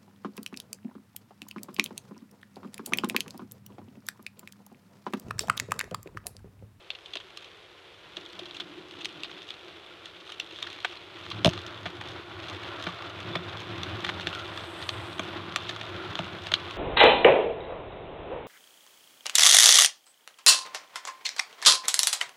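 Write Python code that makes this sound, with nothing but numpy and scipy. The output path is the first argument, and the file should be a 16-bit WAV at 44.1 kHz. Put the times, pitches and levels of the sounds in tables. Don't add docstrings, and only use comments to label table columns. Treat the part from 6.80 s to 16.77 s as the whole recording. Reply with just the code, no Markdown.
import sys
import numpy as np
from scipy import signal
from scipy.fft import rfft, irfft, next_fast_len
from scipy.io import wavfile

SR = 44100
rng = np.random.default_rng(int(sys.argv[2]) if len(sys.argv) > 2 else 0)


def materialize(psi):
    bounded = np.clip(np.atleast_2d(psi).T, -1, 1)
    quanta = np.round(bounded * 32767).astype(np.int16)
    wavfile.write(sys.argv[1], SR, quanta)


N = 439677

# (frequency [Hz], relative density [dB per Hz])
ROOM_TONE = [(15, -45), (34, -16), (58, -6.5), (266, -19), (358, 2.5), (892, -11), (3510, -14),
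             (15400, -44.5)]
ROOM_TONE_DB = -56.5

# (time [s], core level [dB], skirt level [dB])
FLANGE_RUB = [(6.6, -110, -83), (7.5, -82, -76), (7.75, -70.5, -79), (8.1, -61.5, -79), (8.35, -68, -76),
              (8.7, -100, -80)]
RUB_HZ, RUB_WIDTH_HZ, SKIRT_HZ, SKIRT_WIDTH_HZ = 8300, 1200, 10000, 4000

# (time [s], case drive [dB], thud drive [dB])
KNOCKS = [(4.6496, -11.5, -49), (4.6569, -14, -19), (4.662, -27, -8), (4.6652, -11.5, -33),
          (4.677, -12.5, -34), (4.68, -35, -8.5)]
# (frequency [Hz], level against the drive [dB], t60 [s])
CASE_MODES = [(639, -0.5, 0.036), (397, -14.5, 0.014), (860, -11, 0.015)]
THUD_HZ, THUD_T60_S = 162, 0.034

# (time [s], snap peak [dB], shell level [dB], length [ms])
CLICKS = [(0.103, -18.5, -16, 4.9), (0.15, -33, -18, 11.5), (0.187, -37.5, -6, 4.8),
          (0.2583, -32.5, -28, 7.2), (0.3349, -25, -12.5, 8.1), (0.37, -23.5, -16, 6.1),
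          (0.4, -34.5, -9, 16), (0.572, -27, -16, 6.2), (0.6223, -39, -10, 14), (0.644, -36, -20, 6.2),
          (1.461, -32, -20, 5.4), (1.655, -33.5, -13, 16), (1.7096, -30, -15, 4.1), (1.745, -32, -21, 12),
          (1.767, -31, -20, 5.6), (1.7985, -21, -13, 15.8), (2.11, -32.5, -18, 6.5),
          (2.208, -31.5, -15, 16.5), (2.246, -23.5, -20, 8.8), (2.2551, -19.5, -18, 4.7),
          (2.4335, -20, -22, 5.5), (2.443, -28.5, -8, 18), (2.619, -33.5, -13, 5), (2.688, -31.5, -11, 5.8),
          (2.7038, -24, -18, 5.6), (3.256, -30, -23, 7.5), (3.475, -33, -20, 5), (3.5004, -33.5, -4, 5),
          (3.519, -27.5, -13, 8.6), (3.5983, -17.5, -21, 6.3), (3.76, -31, -11, 4.2),
          (3.7873, -29.5, -7, 3.9), (3.825, -19, -15.5, 6.8), (3.8686, -28.5, -5, 8.7),
          (3.901, -32, -14, 5.7), (3.929, -29, -30, 4.1), (4.003, -30.5, -25, 5.3), (4.464, -34, -1, 4.1),
          (4.502, -27.5, -30, 5.1), (4.513, -25, -6.5, 12.4), (4.733, -27.5, -4.5, 7.9),
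          (4.7767, -25, -5, 2.9), (4.789, -31, -10, 6), (4.864, -29, -30, 4.4), (5.2115, -31, 3.5, 6.1),
          (5.2866, -33, -20, 4), (5.6395, -33, -8, 3.8), (5.684, -32.5, -14, 6.6), (5.6983, -27, -14, 3.2),
          (5.833, -31.5, -1, 6.4), (6.024, -27.5, -32.5, 5.7), (6.039, -30, -4, 8.7),
          (6.2225, -30, -1.5, 4.2), (6.8031, -29.5, -15, 4), (7.0323, -22, -7, 5.1),
          (7.2455, -18.5, -5.5, 11), (7.265, -28.5, 1, 5.8), (7.397, -27, -0.5, 5.5), (7.5288, -28.5, 0, 4),
          (7.5494, -26.5, -5, 5.4), (7.595, -29, -8, 8.3), (7.775, -25.5, -2.5, 4.8),
          (8.0248, -26.5, -5, 5.2), (8.09, -15.5, -11, 6), (8.7601, -12, -5, 4.5), (8.9088, -34, 3, 7),
          (8.9623, -28, -2, 4.2), (9.012, -27.5, -3, 6.8), (9.354, -18.5, -6.5, 2.3),
          (9.6685, -25, -3, 5.2), (9.7384, -7.5, -9, 4.7), (9.9088, -27.5, -5, 4.4)]
# (time [s], snap peak [dB], shell level [dB], length [ms],
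# thump peak before a common lift [dB])
AXLE_DROPS = [(0.354, -23.5, -13, 9.2, -35.5), (1.3681, -23, -16, 6.5, -37), (1.591, -28, -18, 8.8, -38.5),
              (4.0463, -19.5, 0, 12.3, -36), (5.056, -25, 0, 18.6, -28), (6.0667, -28.5, 4.5, 10.8, -27),
              (6.553, -22.5, 0.5, 9.8, -24.5), (7.2896, -23, 4.5, 13.2, -40),
              (7.4706, -16, -6, 3.48, -28.5), (8.394, -20, -1.5, 6.6, -25),
              (8.8918, -22.5, -5.5, 12.2, -30.5), (9.3902, -20.5, -0.5, 4.9, -24),
              (9.7172, -18.5, -4.5, 6.6, -30)]
# (time [s], snap peak [dB], shell level [dB], length [ms])
SCRAPES = [(4.6463, -5.5, -9, 2.6), (4.6565, -10.5, -10, 4.6), (4.6605, -13, -15, 3),
           (4.671, -19, -16, 2.7), (4.677, -24, -12, 2.5), (4.6907, -21, -15, 4.5), (4.6975, -29, -20, 3.6),
           (4.7104, -33, -1, 3)]
# (frequency [Hz], level [dB], t60 [s])
SNAP_MODES = [(3250, 3, 0.0079), (3564, 2.5, 0.0073), (2786, -1, 0.0082), (4120, -3, 0.007)]
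SHELL_MODES = [(775, -4.5, 0.013), (1163, 0.5, 0.0094), (1506, 1, 0.007), (1833, 4, 0.0064),
               (2330, 0, 0.0088)]
EDGE_MODES = [(5180, 8, 0.0032), (6210, 4.5, 0.0027), (8000, -8.5, 0.002), (11300, -26, 0.0015)]
THUMP_MODES = [(105, -9, 0.15), (173.5, -4, 0.17), (342, 0.5, 0.048), (646, 6.5, 0.024)]
SHELL_LIFT_DB, THUMP_LIFT_DB, THUMP_LAG_S = 1.5, 0.5, 0.0012
EDGE_DB, SCRAPE_EDGE_DB, RATTLE_EDGE_DB, EDGE_SPREAD_DB = -15, -10.5, -16, 3
TAIL_DB, TAIL_S = -16, 0.016

RATTLE_DENSITY, RATTLE_DB = 50, 7.5
BUSY_S = 0.3

# (time [s], level [dB])
NEARING = [(0, -59.5), (.7, -56.5), (1.3, -56.5), (1.55, -52), (2.0, -53.5), (2.55, -51), (3.3, -53),
           (4.1, -49.5), (5.4, -49.5), (5.9, -47), (7.2, -45), (8.0, -46), (9.4, -46.5), (9.97, -45)]
# (frequency [Hz], relative density [dB per Hz])
GRIND = [(230, -16.5), (340, -9), (640, -3.5), (880, -6), (1050, -3.5), (1480, -5), (1650, -7.5),
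         (2600, -15), (3400, -53)]
WHIRR = [(1180, -14.5), (2000, -2), (3040, 1.5), (3480, 2.5), (3900, -2), (4250, -7.5), (4820, -13),
         (8190, -32), (15400, -44)]
GRIND_FAR_DB, GRIND_BESIDE_DB, GRIND_GROWS_S = -3, 2.5, 0.56
# (frequency [Hz], width of the first of two passes [Hz], level [dB])
FLOOR_MODES = [(91.1, 26, -3), (108.7, 12, -6)]
BOARD_MODES = [(159, 71, 0.5), (184, 78, -1.5)]
TRACK_MODES = [(346.4, 62.5, 2.5), (297, 40, -6.5)]
WHEEL_MODES = [(651, 110, -5.5), (1126, 250, -1), (1384, 200, 3), (3486, 140, -3)]
WHEEL_DB = -6.5
# (far level at the start [dB], far rise [dB/s],
# level beside the camera [dB], gain on the hollow stretch [dB], gain under a full-weight bogie [dB])
LOW_LEVELS = [(-74.5, 2.5, -48.5, 2.5, 3), (-73.5, 1.24, -58, 11, 11.5), (-69, 3, -49, 12.5, 5)]
# (middle time [s], length [s], weight [0-1])
BOGIES = [(4.637, 0.45, 1), (6.508, 0.52, 1), (7.2, 1.7, 0.95), (8.553, 1.18, 0.92), (9.346, 1.4, 0.8)]
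BESIDE_S, BESIDE_RISE_S = 4.35, 0.2
HOLLOW_FROM_S, HOLLOW_TO_S, HOLLOW_RISE_S, HOLLOW_FALL_S = 1.27, 2.74, 0.37, 0.25


def from_db(db):
    return 10 ** (np.asarray(db) / 20)


def rms_one(x):
    return x / np.sqrt(np.mean(x ** 2) + 1e-20)


def in_time(rows):
    s, *columns = np.transpose(rows)
    return [np.interp(np.arange(N) / SR, s, column) for column in columns]


def ramp(start_s, rise_s):
    return np.clip((np.arange(N) / SR - start_s) / rise_s, 0, 1)


def drift(rate_hz):
    r = np.exp(-80 * np.pi * rate_hz / SR)
    noise = rng.standard_normal(N // 40 + 2002)
    slow = signal.lfilter([1], [1, -2 * r, r * r], noise)[2000:]
    return np.interp(np.arange(N) / 40, np.arange(len(slow)), rms_one(slow))


def colour(x, spectrum):
    size = next_fast_len(N)
    hz, level_db = np.transpose(spectrum)
    bins_hz = np.maximum(np.arange(size // 2 + 1) * SR / size, 1)
    gain = from_db(np.interp(np.log(bins_hz), np.log(hz), level_db))
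    return rms_one(irfft(rfft(x, size) * gain, size)[:N])


def resonate(x, hz, width_hz):
    r = np.exp(-np.pi * width_hz / SR)
    zeros = np.array([1, 0, -1]) * (1 - r * r) / 2
    return signal.lfilter(zeros, [1, -2 * r * np.cos(2 * np.pi * hz / SR), r * r], x)


def ring(clicks, hz, t60):
    r, w = from_db(-60 / (t60 * SR)), 2 * np.pi * hz / SR
    return signal.lfilter([0, np.sin(w)], [1, -2 * r * np.cos(w), r * r], clicks + 1e-18)


def grains(per_s, spread_db):
    sizes = from_db(spread_db * np.minimum(rng.exponential(1, N), 6)) * rng.standard_normal(N)
    return rms_one(sizes * (rng.random(N) < per_s / SR))


def strike(starts, peak_db, length_s, modes, count, band_hz):
    longest_t60 = max(t60 for _, _, t60 in modes)
    span = int((length_s.max() + longest_t60) * SR) + 64
    favour = from_db(4.0 * rng.standard_normal((len(starts), len(modes))))
    blows, rows = np.zeros((len(starts), span)), np.arange(len(starts))[:, None]
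    for (hz, mode_db, t60), weight in zip(modes, favour.T):
        share = (np.arange(count) + rng.uniform(0, 1, (len(starts), count))) / count
        swell = (share + 0.17) * np.exp(-3.0 * share)
        sizes = rng.standard_normal(share.shape) * swell
        clicks = np.zeros_like(blows)
        np.add.at(clicks, (rows, (share * length_s[:, None] * SR).astype(int)), sizes)
        rung = ring(clicks, hz, t60)
        blows += (from_db(mode_db) * weight / np.abs(rung).max(1))[:, None] * rung
    blows = signal.sosfilt(signal.butter(3, band_hz, "band", fs=SR, output="sos"), blows)
    blows *= (from_db(peak_db) / np.abs(blows).max(1))[:, None]
    at = (starts * SR).astype(int)[:, None] + np.arange(span)
    return np.bincount(at.ravel(), blows.ravel(), N + span)[:N]


def room_tone():
    return from_db(ROOM_TONE_DB) * colour(rng.standard_normal(N), ROOM_TONE)


def room(x, t60, level_db):
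    t = np.arange(int(.15 * SR)) / SR
    tail = rng.standard_normal(len(t)) * from_db(-60 * t / t60) * (t > .003)
    tail = tail / np.sqrt(np.sum(tail ** 2))
    return x + from_db(level_db) * signal.oaconvolve(x, tail)[:N]


def flange_rub():
    contacts = grains(per_s=13000, spread_db=3.0)
    core_db, skirt_db = in_time(FLANGE_RUB)
    core = rms_one(resonate(contacts, RUB_HZ, RUB_WIDTH_HZ))
    skirt = rms_one(resonate(contacts, SKIRT_HZ, SKIRT_WIDTH_HZ))
    return core * from_db(core_db + 1.18 * drift(8.0)) + skirt * from_db(skirt_db)


def camera_knock():
    s, case_db, thud_db = np.transpose(KNOCKS)
    at = np.round(s * SR).astype(int)
    case, thud = np.zeros(N), np.zeros(N)
    case[at], thud[at] = from_db(case_db), from_db(thud_db)
    case_ring = sum(from_db(db) * ring(case, hz, t60) for hz, db, t60 in CASE_MODES)
    return case_ring - ring(thud, THUD_HZ, THUD_T60_S)


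def loose_rattles():
    step_s = 100 / SR
    blow_s = np.array([row[0] for row in CLICKS + AXLE_DROPS])
    blows = np.bincount((blow_s / step_s).astype(int), minlength=N // 100 + 1)
    near_blows = np.convolve(blows, np.hanning(int(BUSY_S / step_s)), "same")
    busyness = .25 + near_blows
    chance = RATTLE_DENSITY * busyness * step_s
    at = np.flatnonzero(rng.random(len(chance)) < chance) * step_s
    extra_db = 2.22 * np.minimum(rng.exponential(1, len(at)), 3)
    snap_db = np.interp(at, *np.transpose(NEARING)) + RATTLE_DB + extra_db
    shell_and_ms = rng.normal([-13, 4.5], [5.0, 3.0], (len(at), 2))
    return np.column_stack([at, snap_db, shell_and_ms])


def axle_thumps():
    drops = np.array(AXLE_DROPS)
    s, peak_db = drops[:, 0] + THUMP_LAG_S, drops[:, 4] + THUMP_LIFT_DB
    far = s < BESIDE_S
    out = np.zeros(N)
    for group, band_hz in ((far, [300, 760]), (~far, [70, 900])):
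        length_s = np.full(group.sum(), .006)
        out += strike(s[group], peak_db[group], length_s, THUMP_MODES, count=3, band_hz=band_hz)
    return out


def joint_clicks():
    rattles = loose_rattles()
    drops = np.array(AXLE_DROPS)[:, :4]
    s, snap_db, shell_db, ms = np.vstack([SCRAPES, CLICKS, drops, rattles]).T
    counts = [len(SCRAPES), len(CLICKS) + len(drops), len(rattles)]
    edge_db = np.repeat([SCRAPE_EDGE_DB, EDGE_DB, RATTLE_EDGE_DB], counts)
    edge_db = edge_db + EDGE_SPREAD_DB * rng.standard_normal(len(s))
    length = np.maximum(ms - 2.5, .6) / 1000
    snap = strike(s, snap_db, length, SNAP_MODES, count=10, band_hz=[2100, 5000])
    shell_peak_db = snap_db + shell_db + SHELL_LIFT_DB
    shell = strike(s, shell_peak_db, length, SHELL_MODES, count=10, band_hz=[550, 2800])
    edge = strike(s, snap_db + edge_db, length + .001, EDGE_MODES, count=14, band_hz=[4800, 14000])
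    tailed = slice(len(SCRAPES), len(s) - len(rattles))
    tail_at = s[tailed] + length[tailed]
    tail_s = TAIL_S * rng.uniform(.5, 1.5, len(tail_at))
    tails = strike(tail_at, snap_db[tailed] + TAIL_DB, tail_s, SNAP_MODES, count=12, band_hz=[2100, 5200])
    return tails + snap + shell + edge + axle_thumps()


def boom(modes, flutter_db, per_s):
    contacts = [grains(per_s, spread_db=3.0) for _ in range(2)]
    out = np.zeros(N)
    for k, (hz, width_hz, level_db) in enumerate(modes):
        once = resonate(contacts[k % 2], hz, width_hz)
        tone = rms_one(resonate(once, hz, 0.81 * width_hz))
        out += from_db(level_db + flutter_db * drift(2.7)) * tone
    return rms_one(out)


def low_booms(shake, beside):
    hollow = ramp(HOLLOW_FROM_S, HOLLOW_RISE_S) - ramp(HOLLOW_TO_S - HOLLOW_FALL_S, HOLLOW_FALL_S)
    load = np.zeros(N)
    for s, length, weight in BOGIES:
        load += weight * np.sin(np.pi * ramp(s - length / 2, length)) ** 2
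    out = np.zeros(N)
    for levels, modes in zip(LOW_LEVELS, (FLOOR_MODES, BOARD_MODES, TRACK_MODES)):
        start_db, rise_db, beside_db, hollow_db, bogie_db = levels
        far_db = start_db + rise_db * np.arange(N) / SR + hollow_db * hollow
        level_db = (1 - beside) * far_db + beside * (beside_db + bogie_db * load)
        out += from_db(level_db + 1.36 * shake) * boom(modes, flutter_db=1.4, per_s=2000)
    return out


def rolling_train():
    whirr_db, beside = in_time(NEARING)[0], ramp(BESIDE_S, BESIDE_RISE_S)
    growth = ramp(BESIDE_S, GRIND_GROWS_S)
    grind_db = whirr_db + GRIND_FAR_DB + (GRIND_BESIDE_DB - GRIND_FAR_DB) * growth
    shake = drift(7.3)
    grind = colour(grains(per_s=9000, spread_db=1.9), GRIND)
    grind = grind * from_db(grind_db + 1.4 * shake + 0.36 * drift(13.0))
    whirr = colour(grains(per_s=4000, spread_db=1.0), WHIRR)
    whirr = whirr * from_db(whirr_db + 1.0 * shake + 0.36 * drift(14))
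    wheels = from_db(grind_db + WHEEL_DB) * boom(WHEEL_MODES, flutter_db=4.5, per_s=700)
    return grind + whirr + wheels + low_booms(shake, beside)


def scene():
    clicks = room(joint_clicks(), t60=0.059, level_db=-12.5)
    train = rolling_train() + clicks + camera_knock() + flange_rub()
    low_cut = signal.butter(3, 62, "high", fs=SR, output="sos")
    return (signal.sosfilt(low_cut, train) + room_tone())[None]


def record(dry):
    return signal.sosfilt(signal.cheby2(14, 60, 15900, fs=SR, output="sos"), dry)


dry = scene()
out = record(dry)
materialize(out)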